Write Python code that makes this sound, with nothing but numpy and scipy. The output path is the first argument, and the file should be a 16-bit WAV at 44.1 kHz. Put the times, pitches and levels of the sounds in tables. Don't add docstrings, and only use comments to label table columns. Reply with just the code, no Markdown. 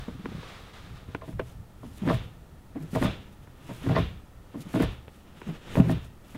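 import sys
import numpy as np
from scipy import signal
from scipy.fft import rfft, irfft, next_fast_len
from scipy.io import wavfile
from scipy.ndimage import map_coordinates

SR = 44100
rng = np.random.default_rng(int(sys.argv[2]) if len(sys.argv) > 2 else 0)


def generate_wav(signal):
    frames = np.transpose(np.atleast_2d(signal))
    scaled = np.clip(frames, -1, 1) * 32767
    pcm = np.round(scaled).astype(np.int16)
    wavfile.write(sys.argv[1], SR, pcm)


N = 280961

# f/Hz, level/dB
CABIN_SPECTRUM = [(15, -7), (35, -8), (100, -12), (230, -14.5), (420, -21), (700, -24), (950, -26),
                  (1100, -30.5), (1280, -25), (1600, -34.5), (1830, -29), (2020, -36), (3400, -38.5),
                  (5000, -43), (15600, -45.5)]
RUMBLE_SPECTRUM = [(15, -37), (25, -32), (36, 6), (50, 6), (90, 7), (130, 4), (200, -3.5), (400, -50.5)]
SLIDE_SPECTRUM = [(240, -6), (400, -6), (438, -3.5), (880, -5), (949, -6), (1230, 0.5), (1330, -4),
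                  (2830, -9), (3660, -7), (4530, -15), (15000, -34.5)]
RUSTLE_SPECTRUM = [(150, 13), (450, 3.5), (750, -1.5), (1300, 0), (2100, -4), (2700, -1.5), (3600, -4),
                   (4400, -15), (7000, -17), (15000, -33)]
CRACK_SPECTRUM = [(300, 9), (900, 1), (1800, 9.5), (2800, -4.5), (3700, -6), (4800, -9.5), (8000, -44),
                  (15000, -43)]
RING_SPECTRUM = [(200, 10), (480, 9), (800, 1), (1300, 3), (2100, -0.5), (2750, 4), (3100, 0.5), (3550, 4),
                 (4300, -8.5), (6500, -20), (15000, -69)]
SNAP_SPECTRUM = [(300, 10.5), (900, 0.5), (1600, -6.5), (2600, -1), (3600, -11), (5200, -29), (15000, -46)]
BOOT_SPECTRUM = [(1500, -8), (4000, -0.5), (6500, -2.5), (10500, -2), (13000, -5), (15500, -9.5)]

# f/Hz, level/dB, time to fade by 60 dB/s
CONSOLE_MODES = [(71.6, -18.5, 1), (101.6, -2, 0.18), (121.2, -1, 0.38), (165.6, 2, 0.14),
                 (192.9, -3.5, 0.18), (262.6, 3.5, 0.12), (313.5, -5.5, 0.16), (345, -1.5, 0.083)]
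LINKAGE_MODES = [(409.4, -8.5, 0.17), (459, 1.5, 0.069), (574, 4.5, 0.03), (649.4, 3.5, 0.08),
                 (772, -6.5, 0.055), (922, -2.5, 0.047), (1048, -5.5, 0.047), (1188, -4, 0.032),
                 (1426, -12, 0.069), (1822, -15.5, 0.066), (2040, -17, 0.051), (2320, -31, 0.027),
                 (3250, -29, 0.051)]
PLASTIC_MODES = [(278, -3, 0.052), (374, 3, 0.018), (474, 0, 0.024), (674, -5, 0.012), (978, -6, 0.024),
                 (1414, -5, 0.019), (1650, -4, 0.0078), (2480, 0, 0.0045)]

# t/s, level/dB
SLIDE_LEVELS = [(0.0, -58), (0.168, -67), (0.486, -55), (0.73, -64), (0.736, -58), (0.944, -65.5),
                (0.972, -61.5), (1.07, -71.5), (1.12, -65.5)]
# t/s, clack/dB, thud/dB, crack/dB, thud f/Hz, clack f/Hz
LEVER_HITS = [(0.081, -31.5, -35, -77, 258, 475), (1.218, -28.5, -47, -48, 127, 1040),
              (1.279, -34.5, -33, -55, 269, 724), (1.397, -24, -30.5, -60, 119, 450),
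              (1.83, -32.5, -39.5, -75, 258, 1060), (2.061, -27, -24, -51, 222, 1210),
              (2.075, -33, -18.5, -46, 255, 764), (2.087, -16, -30, -28, 221, 1700),
              (2.099, -9.5, -19, -38, 263, 1180), (2.116, -18, -34, -54, 170, 623),
              (2.133, -29, -28.5, -32, 137, 640), (2.756, -32, -36, -70, 277, 780),
              (2.95, -22, -27, -33, 270, 780), (2.958, -13, -22.5, -42, 149, 790),
              (3.014, -27, -18, -35.5, 270, 1390), (3.023, -14, -27, -27.5, 312, 1010),
              (3.042, -22, -17.5, -30, 187, 896), (3.057, -21.5, -25.5, -30, 135, 1220),
              (3.691, -31.5, -34, -58, 229, 961), (3.707, -29, -33.5, -45, 150, 970),
              (3.864, -24, -18.5, -41, 106, 1090), (3.894, -18.5, -19, -34.5, 155, 735),
              (3.913, -21, -41, -35.5, 132, 775), (3.949, -22, -22.5, -37, 124, 735),
              (3.963, -8.5, -29, -26.5, 145, 1050), (3.98, -21.5, -23, -31.5, 124, 726),
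              (3.992, -26, -19.5, -36, 101, 780), (4.543, -32.5, -34, -60, 274, 1070),
              (4.74, -20.5, -19.5, -35, 213, 800), (4.756, -18, -28, -35, 264, 835),
              (4.799, -18.5, -21.5, -30.5, 300, 470), (4.814, -27, -30, -44, 332, 1010),
              (4.827, -16, -22, -29.5, 140, 1810), (5.769, -14, -14.5, -41, 127, 510),
              (5.781, -22, -23, -56, 113, 1060), (5.796, -18, -13, -46, 166, 775),
              (5.894, -18.5, -19.5, -35.5, 310, 760), (5.914, -31, -22.5, -34, 172, 1150),
              (6.348, -32.5, -36, -44, 289, 840)]
# t/s, level/dB, f/Hz, rise/s
MOUNT_SHUDDERS = [(0.081, -27.5, 234, 0.0035), (0.15, -41, 230, 0.0056), (0.188, -34.5, 170, 0.0081),
                  (0.241, -33, 237.4, 0.011), (1.079, -34.5, 89, 0.011), (1.283, -30.5, 262, .005),
                  (1.402, -33, 121, 0.0084), (1.835, -43.5, 235, 0.031), (2.015, -28, 181, 0.015),
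                  (2.05, -23.5, 169, 0.01), (2.752, -32, 269.6, .015), (2.798, -33.5, 147, 0.021),
                  (2.931, -23, 165, .005), (3.836, -32, 251.5, 0.022), (3.895, -22.5, 129, 0.023),
                  (4.547, -33.5, 271.5, 0.017), (4.589, -35, 136, 0.0088), (4.653, -36.5, 185, 0.01),
                  (4.759, -23, 273, 0.015), (4.799, -20.5, 330, 0.0066), (4.812, -19, 139.6, 0.0089),
                  (5.462, -31, 229, 0.015), (5.483, -27, 148.6, 0.014), (5.8, -7.5, 223, 0.0022),
                  (5.815, -24, 175, 0.045), (6.344, -35, 292, 0.0082)]
# t/s, snap/dB, knock/dB
PLASTIC_CLICKS = [(0.257, -24.5, -30.5), (0.4313, -31.5, -43), (1.1485, -21, -26.5), (1.1498, -22, -34.5),
                  (1.328, -39, -49), (1.3952, -19, -28), (1.397, -24, -31.5), (1.4004, -26, -33),
                  (2.076, -20, -28), (3.474, -41.5, -48), (5.0812, -30, -54), (5.4164, -34, -37),
                  (5.755, -14.5, -30)]
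# t/s, level/dB, width/s
GRIP_MOVES = [(1.29, -59.5, 0.033), (1.487, -59, 0.044), (1.895, -62, 0.064), (2.24, -64, 0.01),
              (3.33, -63.5, .011), (3.437, -67, .015), (3.764, -57, 0.086), (4.935, -60, 0.013),
              (5.156, -65, 0.045), (5.496, -63, 0.026), (6.047, -59, .018), (6.32, -59, 0.046)]
# seat t/s, pull lead/s, gate lead/s, arm travel/dB, arm push/dB,
# boot at pull/dB, boot at gate/dB, boot at seat/dB, car sway/dB, sway delay/s
GEAR_SHIFTS = [(2.142, .16, 0.04, -59.5, -48, -52.5, -52.5, -48, -24, 0.0043),
               (3.04, 0.21, 0.082, -76, -40, -55.5, -47, -40.5, -28, 0.012),
               (3.99, 0.34, 0.097, -57, -50, -69, -53, -50.5, -23.5, 0.014),
               (4.83, 0.21, 0.081, -59.5, -51, -48, -47, -43, -27.5, 0.0078),
               (5.913, 0.51, 0.14, -52.5, -58, -61, -46.5, -45, -27, 0.035)]


def amp(db):
    return 10 ** (np.asarray(db) / 20)


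def unit(x):
    return x / np.sqrt(np.mean(x ** 2) + 1e-20)


def gains(spectrum, size):
    hz, db = np.transpose(spectrum)
    return amp(np.interp(np.log(np.fft.rfftfreq(size, 1 / SR) + 1), np.log(hz + 1), db))


def curve(rows):
    s, db = np.transpose(rows)
    return np.interp(np.arange(N) / SR, np.r_[s[0] - .3, s, s[-1] + .3], np.r_[-100, db, -100])


def wobble(rate):
    points = rng.standard_normal(int(N * rate / SR) + 4)
    return map_coordinates(points, [np.arange(N) * rate / SR])


def noise(spectrum, size):
    padded = next_fast_len(size + 8192)
    white = rfft(rng.standard_normal(padded))
    return unit(irfft(white * gains(spectrum, padded), padded)[:size])


def impulse(spectrum, size=2048):
    cepstrum = irfft(np.log(gains(spectrum, size)))
    cepstrum[1:size // 2] *= 2
    cepstrum[size // 2 + 1:] = 0
    pulse = irfft(np.exp(rfft(cepstrum)))
    return pulse / np.abs(pulse).max()


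def chatter(spectrum, size, rate):
    hits = rng.standard_normal(size) * (rng.random(size) < rate / SR)
    return unit(signal.fftconvolve(hits, impulse(spectrum))[:size])


def fade(t, t60):
    return np.exp(-np.log(1000) * t / t60)


def swell(start, end, rise, fall):
    t = np.arange(N) / SR
    return fade(np.maximum(start - t, 0), rise) * fade(np.maximum(t - end, 0), fall)


def favour(modes, hz, depth_db, octaves):
    apart = np.log2(np.array(modes)[:, :1] / hz)
    return depth_db * (np.exp(-(apart / octaves) ** 2) - 1)


def struck(modes, t, scatter_db, detune, favour_db=0):
    hz, db, t60 = np.transpose(modes)[:, :, None]
    strength, shift = rng.standard_normal((2, len(modes), 1))
    sign = (-1) ** np.arange(len(modes))[:, None]
    gain = sign * amp(db + favour_db + scatter_db * strength)
    tones = np.sin(2 * np.pi * hz * (1 + detune * shift) * t)
    return np.sum(gain * fade(t, t60) * tones, axis=0)


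def add(track, s, sound):
    part = track[max(round(s * SR), 0):][:len(sound)]
    part += sound[:len(part)]


def grips():
    t = np.arange(N) / SR
    return sum(amp(db) * np.exp(-.5 * ((t - s) / width) ** 2) for s, db, width in GRIP_MOVES)


def cabin():
    settle_db_per_s, hold_s = 1.87, 0.024
    resting = amp(-47.5 - settle_db_per_s * np.arange(N) / SR + 4.8 * wobble(17))
    rocking = sum(amp(sway_db - 6) * swell(seat + delay, seat + delay + hold_s, rise=0.3, fall=0.5)
                  for seat, *_, sway_db, delay in GEAR_SHIFTS)
    background = amp(-52) * noise(CABIN_SPECTRUM, N)
    return background + np.hypot(resting, rocking) * noise(RUMBLE_SPECTRUM, N)


def sleeve():
    rise_s, fall_s = 0.71, 0.59
    slide = amp(curve(SLIDE_LEVELS) + 9.5 + 0.5 * wobble(38.4)) * noise(SLIDE_SPECTRUM, N)
    power = (amp(0.5) * grips()) ** 2
    for seat, pull_lead, gate_lead, travel_db, push_db, *_ in GEAR_SHIFTS:
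        pull, gate = seat - pull_lead, seat - gate_lead
        power += (amp(travel_db) * swell(pull, seat, rise_s, fall_s)) ** 2
        power += (amp(travel_db + 7) * swell(gate - 0.03, gate, rise_s, fall_s)) ** 2
        power += (amp(push_db) * swell(seat, seat, rise=0.47, fall=fall_s)) ** 2
    flutter = amp(4 + 2.55 * wobble(40))
    return slide + np.sqrt(power) * flutter * noise(RUSTLE_SPECTRUM, N)


def lever():
    bounce_s, bounce_loss_db = 0.011, 5.5
    out, t = np.zeros(N), np.arange(int(0.6 * SR)) / SR
    brief, countdown = t[:SR // 8], t[:SR // 16][::-1]
    rubber = 1 - np.exp(-t / 0.00054)
    grease = 1 - np.exp(-brief / 0.00043)
    for s, clack_db, thud_db, crack_db, thud_hz, clack_hz in LEVER_HITS:
        focus_db = 7.5 + 0.22 * max(-33 - clack_db, 0)
        thud_tilt = favour(CONSOLE_MODES, thud_hz, depth_db=6.5, octaves=0.57)
        clack_tilt = favour(LINKAGE_MODES, clack_hz, depth_db=focus_db, octaves=0.13)
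        thud = rubber * struck(CONSOLE_MODES, t, scatter_db=1.2, detune=0.012, favour_db=thud_tilt)
        for bounce in range(3):
            clack = struck(LINKAGE_MODES, brief, scatter_db=1.8, detune=0.008, favour_db=clack_tilt)
            delay = bounce * bounce_s * rng.uniform(0.7, 1.3)
            add(out, s + delay, amp(clack_db - 7 - bounce * bounce_loss_db) * grease * clack)
        crack = chatter(CRACK_SPECTRUM, len(t), rate=1500) * fade(t, 0.07)
        ring = noise(RING_SPECTRUM, len(t)) * fade(t, 0.45) * (1 - np.exp(-t / 0.0083))
        add(out, s, amp(thud_db - 2.5) * thud + amp(crack_db - 2) * crack + amp(crack_db - 7) * ring)
        scrape = chatter(CRACK_SPECTRUM, len(countdown), rate=1300) * fade(countdown, 0.042)
        add(out, s - countdown[0], amp(clack_db - 20.5) * scrape)
    return out


def shudders():
    out, t = np.zeros(N), np.arange(SR // 6) / SR
    skid_start_s, slip_gap_s, slip_hz, slip_rise_s = 0.285, 0.031, 190, 0.0047
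    slips = [(skid_start_s + k * slip_gap_s, -32 - 0.2 * k, slip_hz, slip_rise_s) for k in range(4)]
    rub_spectrum = [(60, -44), (130, 9.5), (330, 4), (600, -9), (1200, -18), (2500, -22.5), (6000, -44.5)]
    for s, db, hz, rise in MOUNT_SHUDDERS + slips:
        bulge = t / rise * np.exp(1 - t / rise)
        pitch_drift = 0.094 * noise([(30, -5), (150, -48)], len(t))
        shake = np.sin(2 * np.pi * np.cumsum(hz * (1 + pitch_drift)) / SR)
        rub = noise(rub_spectrum, len(t))
        add(out, s, amp(db - 0.5) * bulge * (shake + 0.38 * rub))
    return out


def clicks():
    out, t = np.zeros(N), np.arange(SR // 8) / SR
    snap = impulse(SNAP_SPECTRUM, size=len(t))
    for s, snap_db, knock_db in PLASTIC_CLICKS:
        rattle = chatter(SNAP_SPECTRUM, len(t), rate=2600) * fade(t, 0.065)
        knock = struck(PLASTIC_MODES, t, scatter_db=1, detune=0.03)
        add(out, s, amp(snap_db) * (snap + amp(-15) * rattle) + amp(knock_db + 4.5) * knock)
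    return out


def boot():
    folding = grips()
    for seat, pull_lead, gate_lead, _, _, pull_db, gate_db, seat_db, *_ in GEAR_SHIFTS:
        pull, gate = seat - pull_lead, seat - gate_lead
        folding += amp(pull_db) * swell(pull, pull, rise=0.15, fall=0.072)
        folding += amp(gate_db) * swell(gate, gate, rise=0.25, fall=0.19)
        folding += amp(seat_db) * swell(seat, seat, rise=0.15, fall=0.11)
    creases = unit(amp(2.4 * wobble(350) + 0.5 * wobble(70)))
    return amp(-2.5) * folding * creases * noise(BOOT_SPECTRUM, N)


def scene():
    return (lever() + shudders() + clicks() + sleeve() + boot() + cabin())[None]


def record(dry):
    top_hz, padded = 15780, next_fast_len(N + 8192)
    passband = np.fft.rfftfreq(padded, 1 / SR) < top_hz
    return irfft(rfft(dry, padded) * passband, padded)[..., :N]


dry = scene()
out = record(dry)
generate_wav(out)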